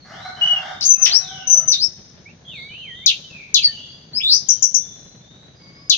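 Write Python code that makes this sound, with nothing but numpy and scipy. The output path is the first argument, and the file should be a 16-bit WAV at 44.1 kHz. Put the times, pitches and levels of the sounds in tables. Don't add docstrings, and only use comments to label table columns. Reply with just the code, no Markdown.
import sys
import numpy as np
from scipy import signal
from scipy.fft import rfft, irfft
from scipy.io import wavfile
from scipy.ndimage import uniform_filter1d

SR = 44100
rng = np.random.default_rng(int(sys.argv[2]) if len(sys.argv) > 2 else 0)


def transcribe(signal):
    frames = np.atleast_2d(signal).T
    limited = np.clip(frames, -1, 1)
    pcm = np.round(limited * 32767).astype(np.int16)
    wavfile.write(sys.argv[1], SR, pcm)


N = 263277


def amp(db):
    return 10 ** (np.asarray(db) / 20)


def evened(x):
    return x / np.sqrt(np.mean(x ** 2) + 1e-20)


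def read(points, hz):
    point_hz, value = np.transpose(points)
    return np.interp(np.log(hz + 1), np.log(point_hz + 1), value)


def add(mix, start_s, sound):
    part = mix[max(round(start_s * SR), 0):][:len(sound)]
    part += sound[:len(part)]


def colour(x, points):
    size = 2 * N
    gain = amp(read(points, np.fft.rfftfreq(size, 1 / SR)))
    return irfft(rfft(x, size) * gain)[..., :N]


def drift(count, hz):
    smoother = signal.butter(2, hz, fs=SR, output="sos")
    wander = signal.sosfilt(smoother, rng.standard_normal(N))
    return evened(wander)[-count:]


def progress(length_s):
    return np.linspace(0, 1, round(length_s * SR))


def slide(along, start, end):
    return start + (end - start) * np.sin(np.pi / 2 * along) ** 2


def swell(along, peak, rise_db, release_db):
    peak = np.clip(peak, .01, .99)
    return np.interp(along, [0, peak, 1], [-rise_db, 0, -release_db])


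def syrinx(hz, level_db, jitter, overtone_db, fade_s):
    unsteady_hz = hz * (1 + jitter * drift(len(hz), 250))
    phase = 2 * np.pi * np.cumsum(unsteady_hz) / SR
    t = np.arange(len(hz)) / SR
    nearest_end_s = np.minimum(t, t[-1] - t)
    fade = np.sin(np.pi / 2 * np.clip(nearest_end_s / fade_s, 0, 1)) ** 2
    third = np.sin(3 * phase) * (3 * hz < SR / 2)
    overtones = np.sin(2 * phase) + amp(-24.0) * third
    return amp(level_db) * fade * (np.sin(phase) + amp(overtone_db) * overtones)


def tail(x, t60, start_s):
    t = np.arange(SR) / SR
    taps = rng.choice([-1., 1.], (2, SR)) * (rng.random((2, SR)) < 3000 / SR)
    taps *= amp(-60 * t / t60) * (1 - np.exp(-(t / start_s) ** 2))
    taps /= np.linalg.norm(taps, axis=1, keepdims=True)
    return signal.fftconvolve(x[None], taps, axes=1)[:, :N]


# pitch_hz, level_db (per Hz)
TOWN_TONE = [(15, -36.5), (25, -18.5), (154, -0.5), (277, -12.5), (617, -16.5), (1170, -24.5),
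             (1700, -22.5), (2730, -28.5), (3790, -22.5), (4470, -24.5), (5400, -31), (6220, -19),
             (7000, -36.5), (9100, -72), (15400, -120)]
# pitch_hz, likeness (0-1)
TOWN_LIKENESS = [(60, 0.85), (150, 0.97), (400, 0.72), (1020, 0), (2620, 0), (6730, 0.0014)]
TOWN_DB = -47.5
HISS_HZ, HISS_DB, HISS_SWING_DB = 4265, -3, -0.5


def town():
    hz = np.fft.rfftfreq(N, 1 / SR)
    left, other = rfft(rng.standard_normal((2, N)))
    same = read(TOWN_LIKENESS, hz)
    right = same * left + np.sqrt(1 - same ** 2) * other
    noise = irfft(np.array([left, right]), N)
    pair = evened(colour(noise, TOWN_TONE))
    hiss = irfft(rfft(pair) / (1 + (HISS_HZ / (hz + 1)) ** 12), N)
    rumble = (pair - hiss) * amp(2.0 * drift(N, 26))
    hiss = hiss * amp(HISS_DB + HISS_SWING_DB * drift(N, 3.3))
    return amp(TOWN_DB) * amp([[1.2], [0]]) * (rumble + hiss)


# pitch_hz, width_hz (one pass is twice this wide), level_db
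THROAT = [(720, 227, 8.5), (1219, 130, 4), (1454, 400, 3), (2080, 670, -4.5)]


def throat(drive):
    voice = np.zeros(len(drive))
    for pitch_hz, width_hz, level_db in THROAT:
        peak = signal.iirpeak(pitch_hz, pitch_hz / width_hz / 2, fs=SR)
        once = signal.lfilter(*peak, drive)
        voice += amp(level_db) * signal.lfilter(*peak, once)
    return evened(voice)


CROW_SCOOP, CROW_DROOP = .03, .05
CROW_ATTACK, CROW_RELEASE, CROW_EDGE_DB = 0.16, 0.12, 6.5
CROW_FLUTTER_DB, CROW_FLUTTER_HZ = 3, 25


def crow_syllable(length_s, top_hz, db, rough):
    along = progress(length_s)
    hz = top_hz * (1 - CROW_SCOOP * (1 - along) ** 4 - CROW_DROOP * along ** 4)
    edges = np.minimum(along / CROW_ATTACK, (1 - along) / CROW_RELEASE)
    level_db = db - CROW_EDGE_DB * (1 - np.minimum(edges, 1))
    level_db = level_db + CROW_FLUTTER_DB * drift(len(along), CROW_FLUTTER_HZ)
    unsteady_hz = hz * (1 + (0.016 + 0.0693 * rough) * drift(len(hz), 90))
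    turns = np.cumsum(unsteady_hz) / SR
    brightness = np.minimum(hz / 750, 1) ** 6
    pulses = sum(brightness ** (k - 1) * np.cos(2 * np.pi * k * turns) for k in range(1, 4))
    rasp = (1 + np.cos(2 * np.pi * turns)) * rng.standard_normal(len(hz))
    return amp(level_db) * (np.sqrt(1 - rough) * throat(pulses) + np.sqrt(rough) * throat(rasp))


# start_s, length_s, pitch_hz, level_db (before distance), roughness (0-1)
CROW = [(0.049, 0.19, 701.7, -33, 0.77), (0.247, 0.032, 769, -24, 0.18), (0.341, .42, 769.2, -30.5, .45),
        (0.966, .2, 685.6, -33, 0.7), (1.2, .34, 765.7, -36.5, .06), (1.528, .11, 663, -32.5, 0.1)]


def rooster():
    crow = np.zeros(N)
    for start_s, *syllable in CROW:
        add(crow, start_s, crow_syllable(*syllable))
    crow = colour(crow, [(400, -32.5), (620, -4), (2100, 4.5), (2450, -17.5), (5500, 12.0), (8000, -1)])
    return amp(-8) * crow + amp(-4.0) * tail(crow, t60=0.48, start_s=0.016)


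# start_s, length_s, from_hz, to_hz, level_db (before distance)
FAR_NOTES = [ (0, 0.051, 4480, 4130, -38.5), (0.116, 0.11, 2827, 3940, -37),
             (0.211, 0.082, 3910, 4176, -30.5), (0.362, 0.24, 3000, 3314, -29.5),
             (0.615, .15, 3540, 3672, -34.5), (0.906, .11, 2573, 2560, -31.5),
             (1.192, 0.12, 4210, 3130, -28.5), (1.31, 0.14, 3070, 2794, -30.5),
             (2.447, 0.15, 3272, 3950, -31), (2.534, 0.099, 4200, 4500, -38.5),
             (2.709, 0.11, 4140, 4080, -48.5), (2.689, 0.29, 2975, 3260, -31),
             (2.948, 0.092, 3640, 3564, -32.5), (3.297, .14, 2700, 2210, -31.5),
             (3.677, 0.12, 3127, 2773, -30), (3.786, 0.07, 3180, 3490, -33),
             (3.849, 0.098, 4440, 4930, -38), (4.459, 0.17, 3170, 3095, -43.5),
             (4.782, 0.17, 3558, 3541, -39.5), (4.914, 0.26, 4056, 4030, -50),
             (5.197, 0.25, 3514, 3950, -44.5), (5.549, 0.15, 4900, 4730, -42),
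             (5.73, 0.21, 4920, 5035, -41.5), (5.593, 0.23, 2210, 2216, -51.5),
             (5.62, 0.24, 1086, 1142, -53), ]


def far_birds():
    song = np.zeros(N)
    for start_s, length_s, from_hz, to_hz, level_db in FAR_NOTES:
        hz = from_hz + (to_hz - from_hz) * progress(length_s)
        add(song, start_s, syrinx(hz, level_db, jitter=0.015, overtone_db=-28, fade_s=0.008))
    return amp(-11.5) * song + amp(-3.5) * tail(song, t60=0.76, start_s=0.0049)


# start_s, length_s, from_hz, to_hz, level_db (before left-right balance)
SLURS = [(2.25, 0.07, 2170, 2800, -36), (3.231, 0.078, 3077, 2980, -35), (3.557, .135, 2925, 1858, -31),
         (3.67, .07, 1820, 1780, -35.5)]
SLUR_PEAK, SLUR_EDGE_DB = 0.19, 19.5
# time_s, pitch_hz, level_db (before left-right balance)
WAVY_NOTE = [(2.472, 3240, -40), (2.601, 2133, -36), (2.69, 2275, -38.5), (2.798, 2886, -38.5),
             (2.926, 1880, -40.5), (2.998, 2015, -47.5), (3.131, 2860, -28)]


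def neighbour():
    notes = []
    for start_s, length_s, from_hz, to_hz, db in SLURS:
        along = progress(length_s)
        level_db = db + swell(along, SLUR_PEAK, SLUR_EDGE_DB, SLUR_EDGE_DB)
        notes.append((start_s, slide(along, from_hz, to_hz), level_db))
    legs = []
    for here, there in zip(WAVY_NOTE, WAVY_NOTE[1:]):
        along = progress(there[0] - here[0])[:, None]
        legs.append(slide(along, np.array(here[1:]), np.array(there[1:])))
    notes.append((WAVY_NOTE[0][0], *np.concatenate(legs).T))
    song = np.zeros(N)
    for start_s, hz, level_db in notes:
        add(song, start_s, syrinx(hz, level_db, jitter=.003, overtone_db=-50, fade_s=.01))
    return amp([[-2], [2]]) * song + amp(-3.0) * tail(song, t60=0.2, start_s=0.0037)


WARBLE_HZ = 87.1


def warble(count):
    swing_hz = WARBLE_HZ * (1 + 0.048 * drift(count, 56))
    return np.sin(2 * np.pi * np.cumsum(swing_hz) / SR)


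OVERSHOOT, SETTLE_S = 0.04, .0035
QUIVER_S, WHISTLE_EDGE_DB = .025, 9


def whistle(length_s, from_hz, to_hz, db, peak, quiver_hz):
    along = progress(length_s)
    t = along * length_s
    hz = (from_hz + (to_hz - from_hz) * along) * (1 + OVERSHOOT * np.exp(-t / SETTLE_S))
    quiver = quiver_hz * np.exp(-t / QUIVER_S) * warble(len(along))
    return hz + quiver, db + swell(along, peak, WHISTLE_EDGE_DB, WHISTLE_EDGE_DB)


def plunge(length_s, from_hz, to_hz, fall_s, db, fade_db):
    along = progress(length_s)
    fall = np.exp(-(along * length_s / fall_s) ** 2)
    return to_hz + (from_hz - to_hz) * fall, db - fade_db * along


RISE_RELEASE, RISE_RELEASE_DB = .14, 6.5


def rise(length_s, from_hz, to_hz, bend, db, swell_db, depth_hz):
    along = progress(length_s)
    climb = slide(along ** bend, 0, 1)
    hz = from_hz + (to_hz - from_hz) * climb + depth_hz * along * warble(len(along))
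    level_db = db - swell_db * (1 - climb)
    return hz, level_db + swell(along, 1 - RISE_RELEASE, 0, RISE_RELEASE_DB)


# start_s, length_s, from_hz, to_hz, level_db, loudest_at (0-1 of the length), quiver_hz
WHISTLES = [ (0.411, 0.053, 2850, 3000, -12.5, 0.2, 32), (0.473, 0.068, 2934, 2900, -12, 0, -6),
            (0.56, 0.035, 2846, 2770, -17.5, 0, -5), (0.849, 0.049, 6400, 6153, -4.5, 0.57, 248.5),
            (0.9, .037, 6056, 6134, 4, 0.6, 7), (1.016, 0.046, 6214, 5760, -3, .4, -2.5),
            (1.471, 0.03, 6036, 5913, -10.5, 0.3, 9.5), (1.496, .068, 6133, 6008, -2.5, .7, 139.5),
            (1.571, 0.033, 5994, 6030, -6, 0.3, -2), (1.676, 0.049, 6096, 5876, -6.5, .2, -2),
            (3.643, 0.021, 4544, 4450, -4, 0, 2), ]
# start_s, length_s, from_hz, to_hz, fall_s, level_db, fade_db
PLUNGES = [ (0.808, .011, 5955, 4180, .005, -17.5, 11), (1.053, 0.019, 5750, 2424, 0.0087, 0.5, 34.5),
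           (1.715, .046, 5900, 3660, .012, -9.5, 13.5), (4.197, .014, 3700, 2350, 0.0018, -33.5, 5.5), ]
# start_s, length_s, from_hz, to_hz, bend (above 1 climbs late), top_level_db, swell_db, warble_hz (depth)
RISES = [ (0.815, 0.033, 4290, 5510, 0.85, -13, 13.5, 893), (1.077, .107, 3280, 5755, 0.91, -4, 24.5, 112),
         (1.762, 0.089, 3790, 5450, 1.05, -8.5, 22, 172.5), (3.607, .035, 3900, 4950, 1.5, -14, 16.5, -1.5),
         (4.132, 0.051, 4410, 5190, .85, -12.5, 21, 42), (4.203, .02, 2360, 3460, 0.74, -21, 6.5, 10),
         (4.234, 0.13, 3583, 5594, 1.35, -3.5, 14, 697.5), ]


def gliding_notes():
    song = np.zeros(N)
    for gesture, notes in (whistle, WHISTLES), (plunge, PLUNGES), (rise, RISES):
        for start_s, *note in notes:
            hz, level_db = gesture(*note)
            overtone_db = read([(3000, -26), (4500, -30), (6000, -33.5)], hz)
            tone = syrinx(hz, level_db, jitter=.003, overtone_db=overtone_db, fade_s=0.0021)
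            add(song, start_s, tone)
    return song


# start_s, level_db (before STROKE_DB)
TICKS = [(4.485, -1), (4.622, 0), (4.741, -1)]
# delay_s, length_s, from_hz, to_hz, swell_db
STROKES = [(0, .0135, 7086, 5456, 17), (.016, .017, 6294, 5784, -2)]
STROKE_DB, STROKE_PEAK, STROKE_RELEASE_DB = -5, 0.36, -2.5


def ticks():
    song = np.zeros(N)
    for start_s, db in TICKS:
        for delay_s, length_s, from_hz, to_hz, swell_db in STROKES:
            along = progress(length_s)
            hz = slide(along, from_hz, to_hz)
            level_db = db + STROKE_DB + swell(along, STROKE_PEAK, swell_db, STROKE_RELEASE_DB)
            stroke = syrinx(hz, level_db, jitter=.007, overtone_db=-38.5, fade_s=0.002)
            add(song, start_s + delay_s, stroke)
    return song


CHIP_TOP_HZ, CHIP_KNEE_HZ, CHIP_FALL_S = 6950, 4268, .0058
CHIP_SLIDE_HZ_PER_S, CHIP_FADE_DB = 32500, 26.5
CHIP_WARBLE_HZ = 257


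def chip(length_s, db):
    along = progress(length_s)
    t = along * length_s
    drop_hz = (CHIP_TOP_HZ - CHIP_KNEE_HZ) * np.exp(-(t / CHIP_FALL_S) ** 2)
    hz = CHIP_KNEE_HZ + drop_hz - CHIP_SLIDE_HZ_PER_S * t
    waver_hz = CHIP_WARBLE_HZ * np.sin(np.pi * along) * warble(len(along))
    return hz + waver_hz, db - CHIP_FADE_DB * along ** 1.42


# start_s, length_s, level_db
CHIPS = [(3.0594, 0.06, -2.5), (3.541, 0.054, -2), (5.896, .054, -2)]


def long_chips():
    song = np.zeros(N)
    for start_s, length_s, db in CHIPS:
        add(song, start_s, syrinx(*chip(length_s, db), jitter=.028, overtone_db=-26, fade_s=0.0041))
    return song


# start_s, length_s, level_db (relative to the tone)
RASPS = [(0.803, 0.034, 1.5), (1.05, 0.059, 6.5), (1.698, 0.11, -13.5), (3.059, 0.01, -22),
         (3.529, 0.0129, 1.5), (4.178, 0.023, -3.5), (5.898, 0.025, -22)]
RASP_WIDTH_HZ = 550
ROBIN_DB = 3


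def robin():
    song = gliding_notes() + ticks() + long_chips()
    rasp = np.zeros(N)
    for start_s, length_s, level_db in RASPS:
        add(rasp, start_s, amp(level_db) * signal.windows.tukey(round(length_s * SR), .5))
    return amp(ROBIN_DB) * song * (1 + rasp * drift(N, RASP_WIDTH_HZ))


# delay_s, level_db
ECHOES = [(.0023, -11.5), (.0047, -11), (.0071, -11), (0.0099, -12), (0.0147, -6), (0.0225, -9.5),
          (0.0303, -15.5)]
# pitch_hz, level_db
SHADE = [(2000, 2), (3000, -1), (3800, -4.5), (4600, -2.5), (5500, -19), (6300, -14), (12000, -9)]


def yard(x):
    near = np.array([x, x * 0])
    add(near[1], .00012, x)
    for delay_s, level_db in ECHOES:
        for ear in near:
            add(ear, delay_s + rng.uniform(0, .0002), amp(level_db) * x)
    near += amp(-6) * tail(x, t60=0.21, start_s=0.01)
    near[1] = colour(near[1], SHADE)
    return near + amp([[-23], [-28]]) * tail(x, t60=1.19, start_s=0.043)


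def scene():
    return town() + rooster() + far_birds() + neighbour() + yard(robin())


# pitch_hz, level_db
MICROPHONE = [(6600, -1), (7600, -4.5), (8800, -12.5), (10800, -12.5), (12200, -6), (15000, 9)]
EDGE_HZ = 15700


def record(dry):
    heard = colour(dry, MICROPHONE)
    peak_db = 20 * np.log10(abs(heard).max(0) + 1e-9)
    recovery_db = np.arange(N) * 75.0 / SR
    over_db = np.maximum(np.maximum.accumulate(peak_db + recovery_db) - recovery_db, 0)
    limited = heard * amp(-uniform_filter1d(over_db, size=90))
    clipped = np.clip(limited, -1, 1)
    band_limit = signal.firwin(511, EDGE_HZ, window=("kaiser", 9), fs=SR)
    return signal.oaconvolve(clipped, band_limit[None], "same")


dry = scene()
out = record(dry)
transcribe(out)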